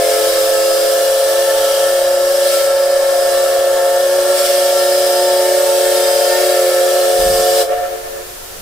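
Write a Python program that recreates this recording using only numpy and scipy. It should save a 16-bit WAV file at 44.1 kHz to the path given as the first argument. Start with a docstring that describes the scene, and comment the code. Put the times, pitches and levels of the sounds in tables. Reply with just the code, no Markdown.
"""Steam whistle at a station

A standing steam locomotive holds one long blast on its five-chime whistle, heard from the platform.
Five jittering tones with harmonics sharpen as the pipes warm, and beat inside the coloured noise of the jet.
When the valve shuts, the chord echoes round the station through slaps and a fading ring.
Shaped noise makes the leaking steam, the boiler rumble and the gusts of wind near the end."""
import sys
import numpy as np
from scipy import signal
from scipy.fft import irfft
from scipy.io import wavfile
from scipy.ndimage import uniform_filter1d, map_coordinates

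SR = 44100
rng = np.random.default_rng(int(sys.argv[2]) if len(sys.argv) > 2 else 0)


def unload_wav(signal):
    """Save mono or channel-first audio to the path in sys.argv[1] as 16-bit WAV at rate SR, clipped to [-1, 1]."""
    wavfile.write(
        sys.argv[1],
        SR,
        np.round(np.clip(np.atleast_2d(signal).T, -1, 1) * 32767).astype(np.int16),
    )


N = 379701
TIME = np.arange(N) / SR   # seconds
FREQS = np.maximum(np.fft.rfftfreq(N, 1 / SR), 1)   # Hz
APART = np.array([[.5], [-.5]])   # shares a left-right difference between the two channels


def from_db(db):
    """Turn decibels into gain."""
    return 10 ** (np.asarray(db) / 20)


def rms_one(x):
    """Scale to an average (rms) strength of 1."""
    return x / np.sqrt(np.mean(np.abs(x) ** 2) + 1e-20)


def in_time(rows):
    """Read a table of (time, value) at every sample, with straight lines between its points."""
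    times, values = np.transpose(rows)
    return np.interp(TIME, times, values)


def at_hz(points, hz):
    """Read a table of (frequency, value) on a log-frequency axis."""
    points = np.array(points)
    return np.interp(np.log(hz), np.log(points[:, 0]), points[:, 1])


def swell(centre_s, half_s):
    """A smooth bump of height 1."""
    return np.exp(-((TIME - centre_s) / half_s) ** 2)


def drift(rate):
    """Smooth random motion of spread 1 that changes about `rate` times a second."""
    step = 20   # samples between the points of the slow curve
    pole = np.exp(-2 * np.pi * rate * step / SR)
    settle = 2000   # points dropped while the filter settles
    noise = rng.standard_normal(N // step + settle + 2)
    slow = signal.lfilter([1], [1, -2 * pole, pole * pole], noise)[settle:]
    return np.interp(np.arange(N) / step, np.arange(len(slow)), rms_one(slow))


def stereo_noise(colour_db, alike):
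    """Two channels of noise with a given spectrum and left-right likeness; rms 1."""
    real = rng.standard_normal((2, len(FREQS)))
    imaginary = rng.standard_normal((2, len(FREQS)))
    mid, side = real + 1j * imaginary
    pair = np.sqrt(1 + alike) * mid + np.sqrt(1 - alike) * side * [[1], [-1]]
    return rms_one(irfft(pair * from_db(colour_db), N))


def rush(phase, width_hz):
    """Turbulence ringing in a resonance: a narrow noise that follows the resonance's pitch."""
    return drift(width_hz) * np.cos(phase) + drift(width_hz) * np.sin(phase)


# The five pipes, lowest first; the third takes its sounding pitch from LEAD_PITCH instead:
# (warm pitch [Hz], flat when cold [%], warming time [s], share of the lead's waver followed [0-1])
PIPES = [(363.4, 4.3, 1.7, 0.248), (448, 3.0, 2.4, .6), (549.4, 4.2, 1.0, 1), (587.9, 3.0, 3.5, .6),
         (724.8, 6.0, 6.0, 0.047)]
# The loud third pipe leads; its pitch wavers with the steam pressure: (time [s], pitch [Hz])
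LEAD_PITCH = [(0.0, 526.6), (0.27, 535.2), (1.2, 540.7), (1.33, 545.2), (2.09, 545.8), (2.52, 551.3),
              (2.62, 548.3), (3.94, 545.6), (4.42, 559.5), (4.66, 553), (4.74, 555.6), (5.25, 552.8),
              (6.5, 550.2), (6.62, 539.3), (6.71, 534.7), (7.07, 545.6), (7.24, 540.8), (7.6, 548.4)]
# How strongly the side pipes speak before their slow unsteadiness: (time [s], level [dB])
FIRST_LEVEL = [(0, -34.5), (3.3, -34), (5.7, -22), (7.6, -28.5)]
SECOND_LEVEL = [(0, -26.5), (1.86, -26), (2.06, -33.5), (4.1, -35), (5.9, -25), (6.7, -27), (7.6, -21.5)]
FOURTH_LEVEL = [(0, -22.5), (.55, -31), (.85, -21), (2.1, -38.5), (2.9, -21), (4.1, -54), (4.9, -26.5),
                (6.8, -24.5), (7.6, -30)]
FIFTH_LEVEL = [(0, -22), (.6, -29), (2.6, -31.5), (4.0, -22.5), (4.18, -44), (4.4, -24), (6.7, -26),
               (7.15, -21.5), (7.6, -18)]
# Surges of steam draw the fourth pipe towards the third, into a slow deep throb:
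# (time [s], half length [s], pull [Hz], lift [dB])
SURGES = [(2.449, 0.1686, 4.006, 9), (4.407, .19, 11, 14)]
# Own sound of each pipe: (2nd, 3rd and 4th harmonic [dB], pitch jitter [Hz],
# rush at the fundamental [dB], rush at the third mode [dB])
VOICES = [(-57, -45.5, -47.5, 1.11, -51.5, -42), (-38.5, -35, -36, 0.95, -42, -39),
          (-45.5, -41.5, -50, 1.01, -33, -45), (-43, -52, -71, 1.587, -59, -35),
          (-50.5, -63, -80, 2.62, -32.5, -52.5)]
# The second pipe's octave swells and falls back: (time [s], lift [dB])
OCTAVE = [(0, 0.5), (3.1, 2), (3.6, 4), (6.35, 5.5), (6.6, -0.5), (7.6, -2)]


def chime(sag_percent, hollow):
    """The five pipes, one stereo pair each; the third and fourth share steam and throb at their beat rate."""
    lead, neighbour = 2, 3   # third and fourth pipe, counted from 0
    lead_db, start_db, settle_s, fade_db_per_s = -12.5, -3.5, 1, 0.18
    swell_db, waver_percent, unrest_per_s = 1.77, 0.2014, 2.154   # unsteadiness of the side pipes
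    throb_depth = .25   # share of the lead's tone that swings at the beat rate

    hz = np.array([warm_hz * warming(flat, seconds) for warm_hz, flat, seconds, _ in PIPES])
    lead_hz = in_time(LEAD_PITCH)
    waver = lead_hz / hz[lead] - 1
    level_db = np.zeros_like(hz)
    hz[lead] = lead_hz
    level_db[lead] = lead_db + start_db * np.exp(-TIME / settle_s) - fade_db_per_s * TIME

    side_levels = {0: FIRST_LEVEL, 1: SECOND_LEVEL, 3: FOURTH_LEVEL, 4: FIFTH_LEVEL}
    for k, curve in side_levels.items():
        followed = PIPES[k][-1] * waver
        hz[k] *= 1 + followed + waver_percent / 100 * drift(unrest_per_s)
        level_db[k] = in_time(curve) + swell_db * drift(unrest_per_s)
    for centre_s, half_s, pull_hz, lift_db in SURGES:
        hz[neighbour] -= pull_hz * swell(centre_s, half_s)
        level_db[neighbour] += lift_db * swell(centre_s, half_s)

    phase = 2 * np.pi * np.cumsum(hz * (1 - sag_percent / 100), axis=1) / SR
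    level = from_db(level_db)
    level[lead] *= 1 + throb_depth * np.cos(phase[neighbour] - phase[lead])
    level[[lead, neighbour]] *= 1 - hollow
    voices = [list(voice) for voice in VOICES]
    voices[1][0] += in_time(OCTAVE)
    return [pipe(*parts) for parts in zip(phase, level, voices)]


def warming(flat_percent, warming_s):
    """A pipe's pitch as a share of its warm pitch: it starts flat and sharpens with the heat."""
    return 1 - flat_percent / 100 * np.exp(-TIME / warming_s)


# Deepest hollows of the third and fourth pipes' beat: (time [s], half length [s], depth [0-1])
NULLS = [(4.283, 0.011, 0.3), (4.388, 0.016, 0.87), (4.463, 0.0091, 0.7)]


def beat_nulls():
    """How far the third and fourth pipes' sound sinks in the deepest beats, at set times."""
    dips = sum(depth * swell(centre_s, half_s) for centre_s, half_s, depth in NULLS)
    return np.clip(dips, 0, 1)


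def pipe(centre, level, voice, flutter_db=0.32, overtone_flutter_db=3.0, overtone_spread=0.98, tone_spread=0.33):
    """One stopped pipe: a jittering tone, its harmonics, and turbulence in its first and third modes."""
    *harmonics_db, jitter_hz, first_db, third_db = voice
    phase = centre + wander(jitter_hz)
    # reflections beside the listener shift the tone's phase between the ears
    aside = tone_spread * drift(rate=0.83) * APART
    tone = np.sqrt(2) * level * from_db(flutter_db * drift(rate=87)) * np.sin(phase + aside)
    out = tone + from_db(first_db) * rush(centre, width_hz=35.2)
    for k, db in enumerate(harmonics_db, 2):
        # the shorter waves reach the two ears with a wandering phase difference
        skew = overtone_spread * drift(rate=2.14) * APART
        overtone_level = from_db(db + overtone_flutter_db * drift(rate=6.4))
        out += np.sqrt(2) * overtone_level * np.sin(k * phase + skew)
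    third = 3 * centre
    middle = rush(third, width_hz=96)
    sides = 0.53 * rush(third, width_hz=70) * [[1], [-1]]
    return out + from_db(third_db) * (middle + sides)


def wander(jitter_hz):
    """Phase that a pipe gains and loses as the steam pushes its pitch about."""
    return 2 * np.pi * np.cumsum(jitter_hz * drift(rate=16.45)) / SR


def combination_tones(chord, steepening=0.042):
    """So loud a wave steepens, which adds the sums and differences of the pitches."""
    high_pass = signal.butter(2, 70, "high", fs=SR, output="sos")
    return steepening * signal.sosfilt(high_pass, chord ** 2)


# Strength of the hiss before a fixed lift: (time [s], level [dB])
JET_LEVEL = [(0.0, -24), (0.1, -22.5), (1.8, -24), (2.2, -27.5), (2.54, -20.5), (2.73, -27), (3.22, -26.5),
             (3.34, -25.5), (3.66, -28), (4.27, -25.5), (4.47, -21), (5.1, -23), (6.29, -22), (7.17, -24),
             (7.2, -22), (7.6, -21.5)]
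# Spectrum of the escaping steam: (frequency [Hz], relative level [dB per Hz])
JET_COLOUR = [(900, -21.5), (1400, 1.5), (1850, -6), (2020, -9.5), (2650, -2), (3000, 1), (4300, 0.5),
              (5600, 0), (6500, -2.5), (8300, 1), (9500, -1.5), (11000, -1), (13000, -4.5), (15500, -4)]
# Balance of the hiss between the ears: (frequency [Hz], left minus right [dB])
HISS_BALANCE = [(1000, 3.5), (2000, 3), (5000, -1.5), (9000, 1.3), (14000, 2)]
# Likeness of the two channels before the reflections: (frequency [Hz], likeness [0-1])
LIKENESS = [(60, 0.92), (120, 0.28), (240, 1), (480, 0.77), (950, 0.32), (1890, 0.16), (3770, 0.66),
            (7520, 0.32), (15000, 0.27)]
# High modes of the whistle bell, sung by the jet:
# (frequency [Hz], width [Hz], level relative to the hiss [dB])
BELL = [(2194, 170, -20), (3222, 150, -20.5), (4614, 110, -21), (5013, 100, -13), (5570, 100, -17.5),
        (7720, 190, -19), (8440, 220, -16.5)]


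def jet(hiss_db=3.0, bright_hz=9000, top_db=1.1):
    """Escaping steam hisses through the bell's resonances and surges with the pressure."""
    brightens = 0.083   # extra dB above bright_hz per dB of hiss
    level_db = in_time(JET_LEVEL)
    balance = at_hz(HISS_BALANCE, FREQS) * APART
    hiss = stereo_noise(at_hz(JET_COLOUR, FREQS) + balance, alike=at_hz(LIKENESS, FREQS))
    hiss = swaying_paths(hiss, reflection=0.64, sway=0.0302)
    high_pass = signal.butter(2, bright_hz, "high", fs=SR, output="sos")
    top = signal.sosfiltfilt(high_pass, hiss)
    top_gain = from_db(top_db + brightens * (level_db - level_db.mean()))
    hiss = hiss + (top_gain - 1) * top
    singing = sum(bell_mode(*mode) for mode in BELL)
    return from_db(level_db + hiss_db) * (hiss + singing)


def swaying_paths(x, reflection, sway):
    """Short reflections off boiler and roof, whose lengths drift as the plume sways, comb the hiss."""
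    out = x.copy()
    for channel in (0, 1):
        for lag_s in rng.uniform(.0015, .009, 4):
            # position in the sound, in samples, that arrives late at each moment
            behind = np.arange(N) - lag_s * SR * (1 + sway * drift(rate=0.537))
            out[channel] += reflection * map_coordinates(x[channel], [behind], order=3, mode="mirror")
    return rms_one(out)


def bell_mode(hz, width_hz, db, swell_db=3, glide=.01):
    """A breathy whistling band that wanders in pitch and comes and goes."""
    phase = 2 * np.pi * np.cumsum(hz * (1 + glide * drift(rate=.8))) / SR
    band = rush(phase, width_hz) + 0.5 * rush(phase, width_hz) * np.array([[1], [-1]])
    return from_db(db + swell_db * drift(rate=1.1)) * rms_one(band)


# Spectrum of the roar at the pipe mouths: (frequency [Hz], relative level [dB per Hz])
MOUTH_COLOUR = [(200, -45), (300, -45), (400, -10.5), (470, -19), (510, -4), (620, 6.5), (690, -1),
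                (740, -5), (800, -6.5), (860, -12), (1000, -20.5), (1500, -62)]


def mouth_roar(level_db=-26):
    """Turbulent steam at the pipe mouths makes a low, coloured noise."""
    return from_db(level_db) * stereo_noise(at_hz(MOUTH_COLOUR, FREQS), alike=0.5)


def valve():
    """Opening in dB, widening until it snaps shut, and the pitch sag in % once the steam is cut."""
    opening_db_per_s, shut_s, shut_db_per_s = 0.45, 7.615, 323
    sag_percent, sag_s = 5.4, 0.028
    shut_for = np.maximum(TIME - shut_s, 0)
    opening_db = opening_db_per_s * TIME - shut_db_per_s * shut_for
    return opening_db, sag_percent * (1 - np.exp(-shut_for / sag_s))


# Echoes off the buildings, before the walls dull them: (delay [s], level [dB])
ECHOES = [(.125, -27.5), (.215, -29), (.39, -25.5), (.72, -36), (1.1, -39)]
# Ring of the station yard: (frequency [Hz], time to die by 60 dB [s])
YARD_RING = [(300, 3.3), (700, 1.795), (1600, 3.15), (3000, 1.2), (8000, .4), (15000, .2)]


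def station(x, wet_db=-16, wall_hz=2500, spread_s=0.046):
    """Dull slaps from the buildings and a diffuse ring whose treble dies first."""
    t = TIME[:2 * SR]
    response = np.zeros((2, len(t)))
    # late reflections arrive from all sides
    width = (1 - np.exp(-t / spread_s)) * [[1], [-1]]
    edges = np.geomspace(200, 15000, 8)
    for low, high in zip(edges, edges[1:]):
        band = signal.butter(2, [low, high], "band", fs=SR, output="sos")
        mid, side = signal.sosfilt(band, rng.standard_normal((2, len(t))))
        ring_s = at_hz(YARD_RING, np.sqrt(low * high))
        response += (mid + width * side) * from_db(-60 * t / ring_s)
    onset = 1 - np.exp(-t / 0.027)   # the ring builds up over some hundredths of a second
    response *= from_db(wet_db) * onset / np.sqrt(.1 * SR)
    for delay_s, db in ECHOES:
        response[:, int(delay_s * SR)] += from_db(db)
    response = signal.sosfilt(signal.butter(2, wall_hz, fs=SR, output="sos"), response)
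    return signal.fftconvolve(x, response, axes=1)[:, :N]


# Spectrum of the leaking steam: (frequency [Hz], relative level [dB per Hz])
LEAK_COLOUR = [(150, -11), (400, 6), (1400, 2.5), (2200, -0.5), (5000, 0.5), (9000, -0.5), (15500, -1)]


def leaking_steam(level_db=-35):
    """Steam seeping from the engine is a steady, wide hiss."""
    return from_db(level_db) * stereo_noise(at_hz(LEAK_COLOUR, FREQS), alike=0.047)


# Spectrum of the boiler: (frequency [Hz], relative level [dB per Hz])
RUMBLE_COLOUR = [(15, 8), (30, 7), (45, 1.5), (95, 1.5), (130, -10.5), (220, -10.5), (300, -27), (600, -39)]


def boiler_rumble(level_db=-47):
    """The boiler gives a steady noise of low frequencies."""
    return from_db(level_db) * stereo_noise(at_hz(RUMBLE_COLOUR, FREQS), alike=0.74)


# Spectrum of the wind: (frequency [Hz], relative level [dB per Hz])
WIND_COLOUR = [(15, -12), (35, 3), (70, -5), (130, -16), (185, -5), (260, -34), (500, -45)]
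# Gusts on the microphone, before the lumps: (time [s], peak level [dB])
GUSTS = [(7.2, -31), (7.3, -26), (7.49, -40), (8.6, -40)]


def wind():
    """Lumpy gusts on the microphone rise fast and die more slowly."""
    rise_db_per_s, fall_db_per_s = 230, 97
    gusts = np.zeros(N)
    for peak_s, db in GUSTS:
        below_peak_db = np.maximum(rise_db_per_s * (peak_s - TIME), fall_db_per_s * (TIME - peak_s))
        gusts += from_db(db - below_peak_db)
    lumps_db = 2 * drift(rate=14)
    return gusts * from_db(lumps_db) * stereo_noise(at_hz(WIND_COLOUR, FREQS), alike=0.91)


def scene(beamed=0.39, stand_out_db=4):
    """The valve feeds pipes, mouth roar and jet; the station answers."""
    valve_db, sag_percent = valve()
    opening = from_db(valve_db)
    hollow = beat_nulls()
    pipes = chime(sag_percent, hollow)
    chord = sum(pipes)
    # the hiss and roar stand out for a moment in the hollows of the beat
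    noise = from_db(stand_out_db * hollow) * (mouth_roar() + jet())
    whistle = opening * (chord + combination_tones(chord) + noise)
    # the loudest pipe faces the platform, so less of it goes out into the yard
    echo = station(whistle - beamed * opening * pipes[2])
    # moving air on the long paths makes the echo flutter
    flutter = from_db(1.6 * drift(rate=12))
    return whistle + flutter * echo + leaking_steam() + boiler_rumble() + wind()


def record(dry, knee_db=-18.5, makeup_db=5.0, squeeze=0.81, cutoff_hz=15550):
    """Gain control holds the blast down and lets the echoes up; the top is cut."""
    power = uniform_filter1d(np.mean(dry ** 2, axis=0), size=SR // 6)
    over_db = np.maximum(10 * np.log10(np.abs(power) + 1e-12) - knee_db, 0)
    held = dry * from_db(makeup_db - squeeze * over_db)
    low_pass = signal.ellip(12, .1, 80, cutoff_hz, fs=SR, output="sos")
    return signal.sosfilt(low_pass, held)


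dry = scene()
out = record(dry)
unload_wav(out)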